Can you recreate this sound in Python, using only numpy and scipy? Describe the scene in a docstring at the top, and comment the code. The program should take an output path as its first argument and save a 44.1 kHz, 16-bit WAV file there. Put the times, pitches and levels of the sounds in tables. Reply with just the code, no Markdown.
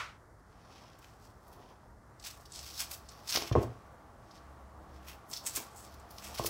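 """A small tiled kitchen: a gloved cook peels a cassava root over a counter.
The echo of an earlier knock dies away; traffic rumbles far off; gloves rub on the root.
The blade slides under the tough peel, which tears in rips, each a shower of snapping fibres.
The root knocks hollowly as the peel breaks, then thuds on the board: ringing modes and dull noise.
Tiles and cupboards reflect the peeling and the knocks."""
import sys
import numpy as np
from scipy import signal
from scipy.fft import rfft, irfft, next_fast_len
from scipy.io import wavfile

SR = 44100
rng = np.random.default_rng(int(sys.argv[2]) if len(sys.argv) > 2 else 0)


def wav_out(sig):
    """Save sig, one row per channel (or a flat mono array), as 16-bit PCM at SR to the path in sys.argv[1]."""
    wavfile.write(sys.argv[1], SR, np.round(np.clip(np.atleast_2d(sig).T, -1, 1) * 32767).astype(np.int16))


N = 286209

# Noise spectra. 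Each row: frequency in Hz, relative density in dB.
ECHO_COLOUR = [(350, -20), (600, -12.5), (746, -17), (1060, -4), (1340, 1), (1620, -8.5), (2130, -5.5),
               (2950, -13), (5740, -20), (7640, -28), (15500, -44)]
AIR_COLOUR = [(20, -22), (36, 3.5), (55, 3.5), (85, -1), (110, 2.5), (170, -7), (450, -11), (1200, -13),
              (2000, -21.5), (2600, -44), (3600, -39.5), (5200, -33.5), (9000, -36), (16000, -46)]
GLOVE_COLOUR = [(120, -16), (200, -5), (450, -6), (680, -2), (1000, -2.5), (2500, -37)]
# Passing traffic. Each row: time in seconds, engine level in dB, tyre level in dB.
TRAFFIC_LEVELS = [(0.0, -74, -66), (0.3, -79, -82), (0.6, -84, -67), (1.01, -78, -65), (1.43, -70, -74),
                  (1.9, -63, -78), (2.24, -75, -64), (2.55, -62, -64), (2.84, -64, -60), (3.31, -67, -62),
                  (3.7, -60, -60), (4.15, -74, -65), (4.41, -59, -60), (4.79, -55, -65), (5.02, -56, -59),
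                  (5.3, -65, -61), (5.7, -61, -57), (5.9, -57, -59), (6.27, -50, -59), (6.49, -56, -54)]
# Engine partials; tyre noise as the room colours it. Each row: centre in Hz, width in Hz, gain in dB.
ENGINE_PARTIALS = [(68.46, 2.35, 2.5), (203.3, 3, -11), (316.4, 1.73, -8)]
TYRE_PEAKS = [(694, 46, 1), (807, 81, -2.5), (1130, 79, 1.5), (1323, 72, -7)]
# Glove rub. Each row: time in seconds, level in dB.
GLOVE_LEVELS = [(0.2, -80), (0.4, -78), (0.74, -59), (1.01, -67), (1.28, -68), (1.66, -54), (1.92, -67),
                (2.07, -72), (2.63, -68), (3.21, -58), (3.41, -61), (3.86, -59), (4.2, -64), (5.09, -58),
                (6.0, -58), (6.49, -55)]
# Blade pushes. Each row: peak time in seconds, swell and fade in seconds per 20 dB, peel drive in dB,
# then thick bark, skin and dust in dB re peel.
PUSHES = [(0.77, .28, .36, -63, 1, -13, -18), (1.03, .08, .3, -70, 1, -6, -6),
          (1.245, .08, .11, -68, -4, -5, -7), (1.54, .3, .12, -73, -6, -6, -3),
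          (1.66, .3, .26, -72, 4, -14, -16), (2.267, .04, .04, -45, -3, -3, -5),
          (2.31, .06, .07, -60, 2, -1, -3), (2.41, .12, .12, -69, -12, -1, -2),
          (2.55, .05, .4, -52, -11, -5, -14), (2.63, .1, .25, -52, -3, -11, -7),
          (2.79, .13, .1, -44, -14, -11, -9), (2.808, .03, .05, -45, 3, 1, 1),
          (2.925, .04, .075, -52, -3, -3, 2), (3.12, .14, .32, -62, -5, -12, -9),
          (3.305, .03, .06, -43, -6, -3, -5), (3.35, .07, .11, -37, -2, -9, -6),
          (3.42, .04, .12, -55, 9, -3, -11), (3.48, .05, .03, -58, 0, -7, -8),
          (3.56, .03, .18, -62, 8, -9, -20), (3.63, .04, .04, -66, 5, 3, 3),
          (3.75, .3, .35, -80, -2, -8, -8), (4.35, .14, .1, -65, -3, -11, -15),
          (4.97, .18, .1, -70, -2, -14, -13), (5.09, .055, .075, -56, 5, -5, -1),
          (5.305, .03, .03, -66, -8, 5, 12), (5.335, .03, .05, -49, -3, -3, -6),
          (5.375, .05, .05, -48, -14, -14, -10), (5.47, .02, .04, -43, -1, 4, -2),
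          (5.51, .12, .1, -53, -7, -5, -4), (5.567, .045, .07, -45, -1, -1, 1),
          (5.65, .1, .15, -63, -5, -9, -10), (5.79, .09, .11, -62, -6, 6, 1),
          (5.86, .1, .32, -64, -6, -12, -8), (6.13, .06, .1, -65, -4, -7, -1),
          (6.19, .04, .06, -57, -8, -8, -5), (6.245, .05, .13, -53, 1, -2, -4),
          (6.385, .1, .12, -49, 0, -7, -7), (6.467, .04, .03, -40, -10, -6, 1)]
# Sudden rips. Each row: start in seconds, peel drive in dB, then thick bark, skin and dust
# in dB re peel, T60 in seconds.
RIPS = [(0.988, -74, -10, 8, 12, .03), (1.0444, -61, 10, -8, -8, .018), (1.478, -78, -10, 4, 14, .04),
        (1.5274, -63, 0, -8, 2, .04), (2.1965, -55, -15, -6, -20, .04), (2.2243, -53, -9, -11, -24, .035),
        (2.2405, -45, -5, -11, -25, .03), (2.2595, -43, 0, -9, -10, .04), (2.3024, -48, -12, -18, -11, .04),
        (2.4548, -51, -13, -10, -13, .04), (2.5204, -49, -18, 1, -20, .03), (2.538, -54, -10, -6, -16, .03),
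        (2.5778, -53, -12, -9, -20, .035), (2.591, -43, -7, -6, -18, .025),
        (2.7053, -56, -14, -12, -18, .035), (2.801, -34, -7, -4, -6, .045), (2.9117, -42, -5, -3, 0, .04),
        (2.9336, -46, -18, 0, -6, .04), (3.0873, -49, -24, -6, -20, .04), (3.275, -40, -8, -8, -8, .03),
        (3.289, -33, -11, -10, -18, .055), (3.3245, -30, -8, -22, -18, .02),
        (3.3314, -37, -8, -20, -18, .02), (3.3414, -33, -4, -24, -13, .03),
        (3.3595, -24, -2, -26, -20, .022), (3.372, -29, -7, -20, -14, .02),
        (3.4231, -35, -12, -22, -26, .018), (3.4745, -47, -8, -17, -16, .04),
        (3.5237, -44, 5, -28, -20, .04), (3.6287, -50, -7, -7, -5, .03), (4.3096, -57, -16, -17, -24, .035),
        (4.3765, -58, -12, -15, -20, .03), (5.088, -57, 1, -8, -3, .03), (5.3118, -50, -22, -1, -5, .035),
        (5.3353, -37, -24, -20, -16, .03), (5.362, -41, -24, -19, -17, .045), (5.463, -39, -9, 6, 1, .045),
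        (5.5522, -45, -10, 4, 6, .035), (5.5603, -37, -12, 4, 0, .035), (5.5724, -41, 2, -3, -3, .035),
        (5.941, -56, -6, -8, -3, .03), (5.998, -68, -12, 6, 0, .025), (6.107, -53, -14, -12, 3, .035),
        (6.1813, -47, -2, -14, -14, .043), (6.222, -55, 6, -10, -6, .035), (6.3485, -46, -18, -10, -3, .03),
        (6.3746, -51, 5, -11, -12, .035), (6.3833, -39, -4, -8, -10, .06), (6.4368, -45, -8, -8, -8, .035),
        (6.4601, -38, -1, 0, 4, .045)]
# Fibre resonances, one list per size: peel, thick bark, skin, dust.
# Each row: centre in Hz, width in Hz, gain in dB.
FIBRE_PEAKS = [
    [(3920, 720, -7.5), (4570, 530, 0.5), (5226, 640, 3.5), (5900, 83, -6)],
    [(1150, 920, -4), (2030, 1000, -4.5), (2554, 410, -1.5), (3080, 400, -2)],
    [(7180, 1540, 1), (7840, 460, 4.5), (8170, 480, -7.5), (8600, 1900, -8)],
    [(10360, 3900, -4), (12430, 2800, 0), (14900, 2500, -1)],
]
# Passband per fibre size. 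Each row: low edge in Hz, high edge in Hz.
FIBRE_BANDS_HZ = [(2950, 6500), (676, 3200), (6000, 9800), (8600, 22000)]
# Gain per fibre size in dB.
FIBRE_GAINS_DB = [7.4, 7.74, 6.2, 4]
# Hollow knocks of the root as the peel breaks, then thuds on the board.
# Each row: start in seconds, level in dB, weight in dB, sharpness in dB.
KNOCKS = [(3.353, -35, -30, 1), (3.373, -38, -23, 9), (3.422, -35, -25, 2), (3.514, -26.5, 3, -6),
          (3.553, -9.5, -24, -12), (3.561, -17, -8.5, -5), (3.575, -14.5, -6, -34), (3.628, -29, -20, -13),
          (5.575, -37, -22, -4.5), (6.396, -24.5, -6, 1), (6.446, -30, -16, -2)]
# Modes rung by each knock. Each row: frequency in Hz, gain in dB, free T60 in seconds.
KNOCK_MODES = [(62, -9, 0.6), (115.2, 3.5, 0.54), (248, -11.5, 0.29), (338.4, -14.5, 0.51), (375, -5, 0.11),
               (426.3, -8, 0.3), (495, -15, 0.28), (574, -29.5, 0.087), (668, 10.5, 0.064),
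               (740, -25.5, 0.41), (760, -1, 0.11), (950, -16, 0.17), (1067, 6, 0.12), (1249, -21, 0.29)]

TIME_S = np.arange(N) / SR


def from_db(db):
    """Decibels to gain."""
    return 10 ** (np.asarray(db) / 20)


def unit_rms(x):
    """Scale to rms 1."""
    return x / np.sqrt(np.mean(x ** 2) + 1e-20)


def level_curves(rows):
    """Rows of time and levels to one curve per level, sample by sample."""
    times_s, *columns = np.transpose(rows)
    return [np.interp(TIME_S, times_s, column) for column in columns]


def butterworth(x, order, edges_hz, kind):
    """Causal Butterworth filter."""
    return signal.sosfilt(signal.butter(order, edges_hz, kind, fs=SR, output="sos"), x)


def drift(rate_hz):
    """Slow random wander, rms about 1."""
    hop, settle = 40, 2000
    r = np.exp(-2 * np.pi * rate_hz * hop / SR)
    slow = signal.lfilter([1], [1, -2 * r, r * r], rng.standard_normal(N // hop + settle + 2))[settle:]
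    return np.interp(np.arange(N) / hop, np.arange(len(slow)), unit_rms(slow))


def coloured_noise(colour, flicker_db):
    """Shaped noise with a flickering level, rms 1."""
    size = next_fast_len(N)
    hz, db = np.transpose(colour)
    bins_hz = np.maximum(np.arange(size // 2 + 1) * SR / size, 1)
    gains = from_db(np.interp(np.log(bins_hz), np.log(hz), db))
    noise = irfft(rfft(rng.standard_normal(size)) * gains, size)[:N]
    return unit_rms(noise * from_db(flicker_db * drift(rate_hz=9.8)))


def resonate(x, peaks):
    """Parallel two-pole resonators."""
    out = 0
    for hz, width_hz, db in peaks:
        r = np.exp(-np.pi * abs(width_hz) / SR)
        poles = [1, -2 * r * np.cos(2 * np.pi * hz / SR), r * r]
        out = out + from_db(db) * signal.lfilter([(1 - r * r) / 2, 0, (r * r - 1) / 2], poles, x)
    return out


def knock_echo(start_db=-34.5, t60_s=0.32):
    """Diffuse tail of an earlier knock: decaying noise."""
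    return from_db(start_db - 60 * TIME_S / t60_s) * coloured_noise(ECHO_COLOUR, flicker_db=1)


def room_air(level_db=-57):
    """Still air of the room: faint, low noise."""
    return from_db(level_db) * coloured_noise(AIR_COLOUR, flicker_db=0.5)


def traffic():
    """Low engine partials and tyre hiss swell as vehicles pass."""
    engine_db, tyre_db = level_curves(TRAFFIC_LEVELS)
    engine = unit_rms(resonate(rng.standard_normal(N), ENGINE_PARTIALS))
    tyres = unit_rms(resonate(rng.standard_normal(N), TYRE_PEAKS))
    return from_db(engine_db) * engine + from_db(tyre_db) * tyres


def gloves():
    """Gloves handle the root: a dull rub."""
    level_db, = level_curves(GLOVE_LEVELS)
    return from_db(level_db) * coloured_noise(GLOVE_COLOUR, flicker_db=3.0)


def fibre_snaps(rate_per_s, spread_db):
    """Fibres snap at random, a few much harder than the rest; rms 1."""
    strengths = from_db(spread_db * np.minimum(rng.exponential(1, N), 5))
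    signs = rng.choice([-1, 1], N)
    return unit_rms(strengths * signs * (rng.random(N) < rate_per_s / SR))


def peel(rise_share=0.07, first_snap_db=13, usual_rip_s=0.035):
    """Blade pushes and sudden rips drive one shower of snaps into four sizes of fibre."""
    power, first_snaps = np.zeros((4, N)), np.zeros((4, N))
    for peak_s, swell_s, fade_s, db, *sizes_db in PUSHES:
        envelope = from_db(-20 * np.maximum((peak_s - TIME_S) / swell_s, (TIME_S - peak_s) / fade_s))
        power += np.outer(from_db(db + np.array([0, *sizes_db])), envelope) ** 2
    power *= from_db(2 * drift(rate_hz=60)) ** 2  # 2 dB flutter
    t = np.arange(SR // 4) / SR
    for start_s, db, *sizes_db, t60_s in RIPS:
        i, rise_s = round(start_s * SR), rise_share * t60_s
        gains = from_db(db + np.array([0, *sizes_db]))
        envelope = np.minimum(t / rise_s, 1) * from_db(-60 * np.maximum(t - rise_s, 0) / t60_s)
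        power[:, i:i + len(t)] += np.outer(gains, envelope)[:, :N - i] ** 2
        # One strong fibre gives way first; louder in a shorter rip.
        first_snaps[:, i] = gains * from_db(first_snap_db) * usual_rip_s / t60_s
    drives = np.sqrt(power) * fibre_snaps(rate_per_s=8000, spread_db=3.7) + first_snaps
    out = np.zeros(N)
    for drive, peaks, band_hz, db in zip(drives, FIBRE_PEAKS, FIBRE_BANDS_HZ, FIBRE_GAINS_DB):
        out += from_db(db) * butterworth(resonate(drive, peaks), 2, band_hz, "band")
    return out


def knock_ring(heavy_below_hz=190, sharp_above_hz=560, soft_contact_hz=2230, trim_db=-4, scatter_db=2):
    """Each knock rings hand-damped modes; heavy blows feed the low ones, sharp blows the high."""
    hand_t60_share, high_t60_share = 0.41, 0.38
    out, t = np.zeros(N), np.arange(SR) / SR
    for start_s, knock_db, weight_db, sharpness_db in KNOCKS:
        i = round(start_s * SR)
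        for hz, mode_db, free_t60_s in KNOCK_MODES:
            scatter, polarity = rng.standard_normal(2)
            is_low, is_high = hz < heavy_below_hz, hz > sharp_above_hz
            blow_db = knock_db + trim_db + weight_db * is_low + sharpness_db * is_high
            gain = np.sign(polarity) * from_db(blow_db + mode_db + scatter_db * scatter)
            t60_s = free_t60_s * hand_t60_share * (high_t60_share if is_high else 1)
            ring = np.sin(2 * np.pi * hz * t) * from_db(-60 * t / t60_s)
            out[i:i + SR] += gain * ring[:N - i]
    return butterworth(out, 2, soft_contact_hz, "low")


def knock_thud(re_knock_db=-26, t60_s=0.27, band_hz=(150, 620)):
    """The dull, noisy thud of each knock, dying quickly."""
    envelope, t = np.zeros(N), np.arange(SR // 2) / SR
    for start_s, knock_db, *_ in KNOCKS:
        i = round(start_s * SR)
        envelope[i:i + len(t)] += from_db(knock_db + re_knock_db - 60 * t / t60_s)[:N - i]
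    return envelope * unit_rms(butterworth(rng.standard_normal(N), 2, band_hz, "band"))


def kitchen_reverb(x, gain_db=-8.5, low_t60_s=0.31, treble_t60_s=0.15, crossover_hz=3030):
    """Dense reflections off tiles and cupboards; the treble dies first."""
    t = np.arange(SR // 2) / SR
    white = rng.standard_normal(len(t))
    low = butterworth(white, 1, crossover_hz, "low")
    response = low * from_db(-60 * t / low_t60_s) + (white - low) * from_db(-60 * t / treble_t60_s)
    response *= np.clip(t / 0.0064 - 0.3, 0, 1)  # travel to the first walls
    response /= np.sqrt(np.sum(response ** 2))
    return from_db(gain_db) * signal.fftconvolve(x, response)[:N]


def scene():
    """Peeling and knocks with their reverb, plus gloves and background; mono."""
    near = peel() + knock_ring() + knock_thud()
    soft_noises = gloves() + knock_echo() + room_air()
    return (near + kitchen_reverb(near) + soft_noises + traffic())[None]


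def record(dry):
    """The microphone drops the deepest bass; the top is cut."""
    low_hz, high_hz = 43.2, 15800
    top_cut = signal.ellip(12, 0.5, 70, high_hz, fs=SR, output="sos")
    return signal.sosfilt(top_cut, butterworth(dry, 3, low_hz, "high"))


dry = scene()
out = record(dry)
wav_out(out)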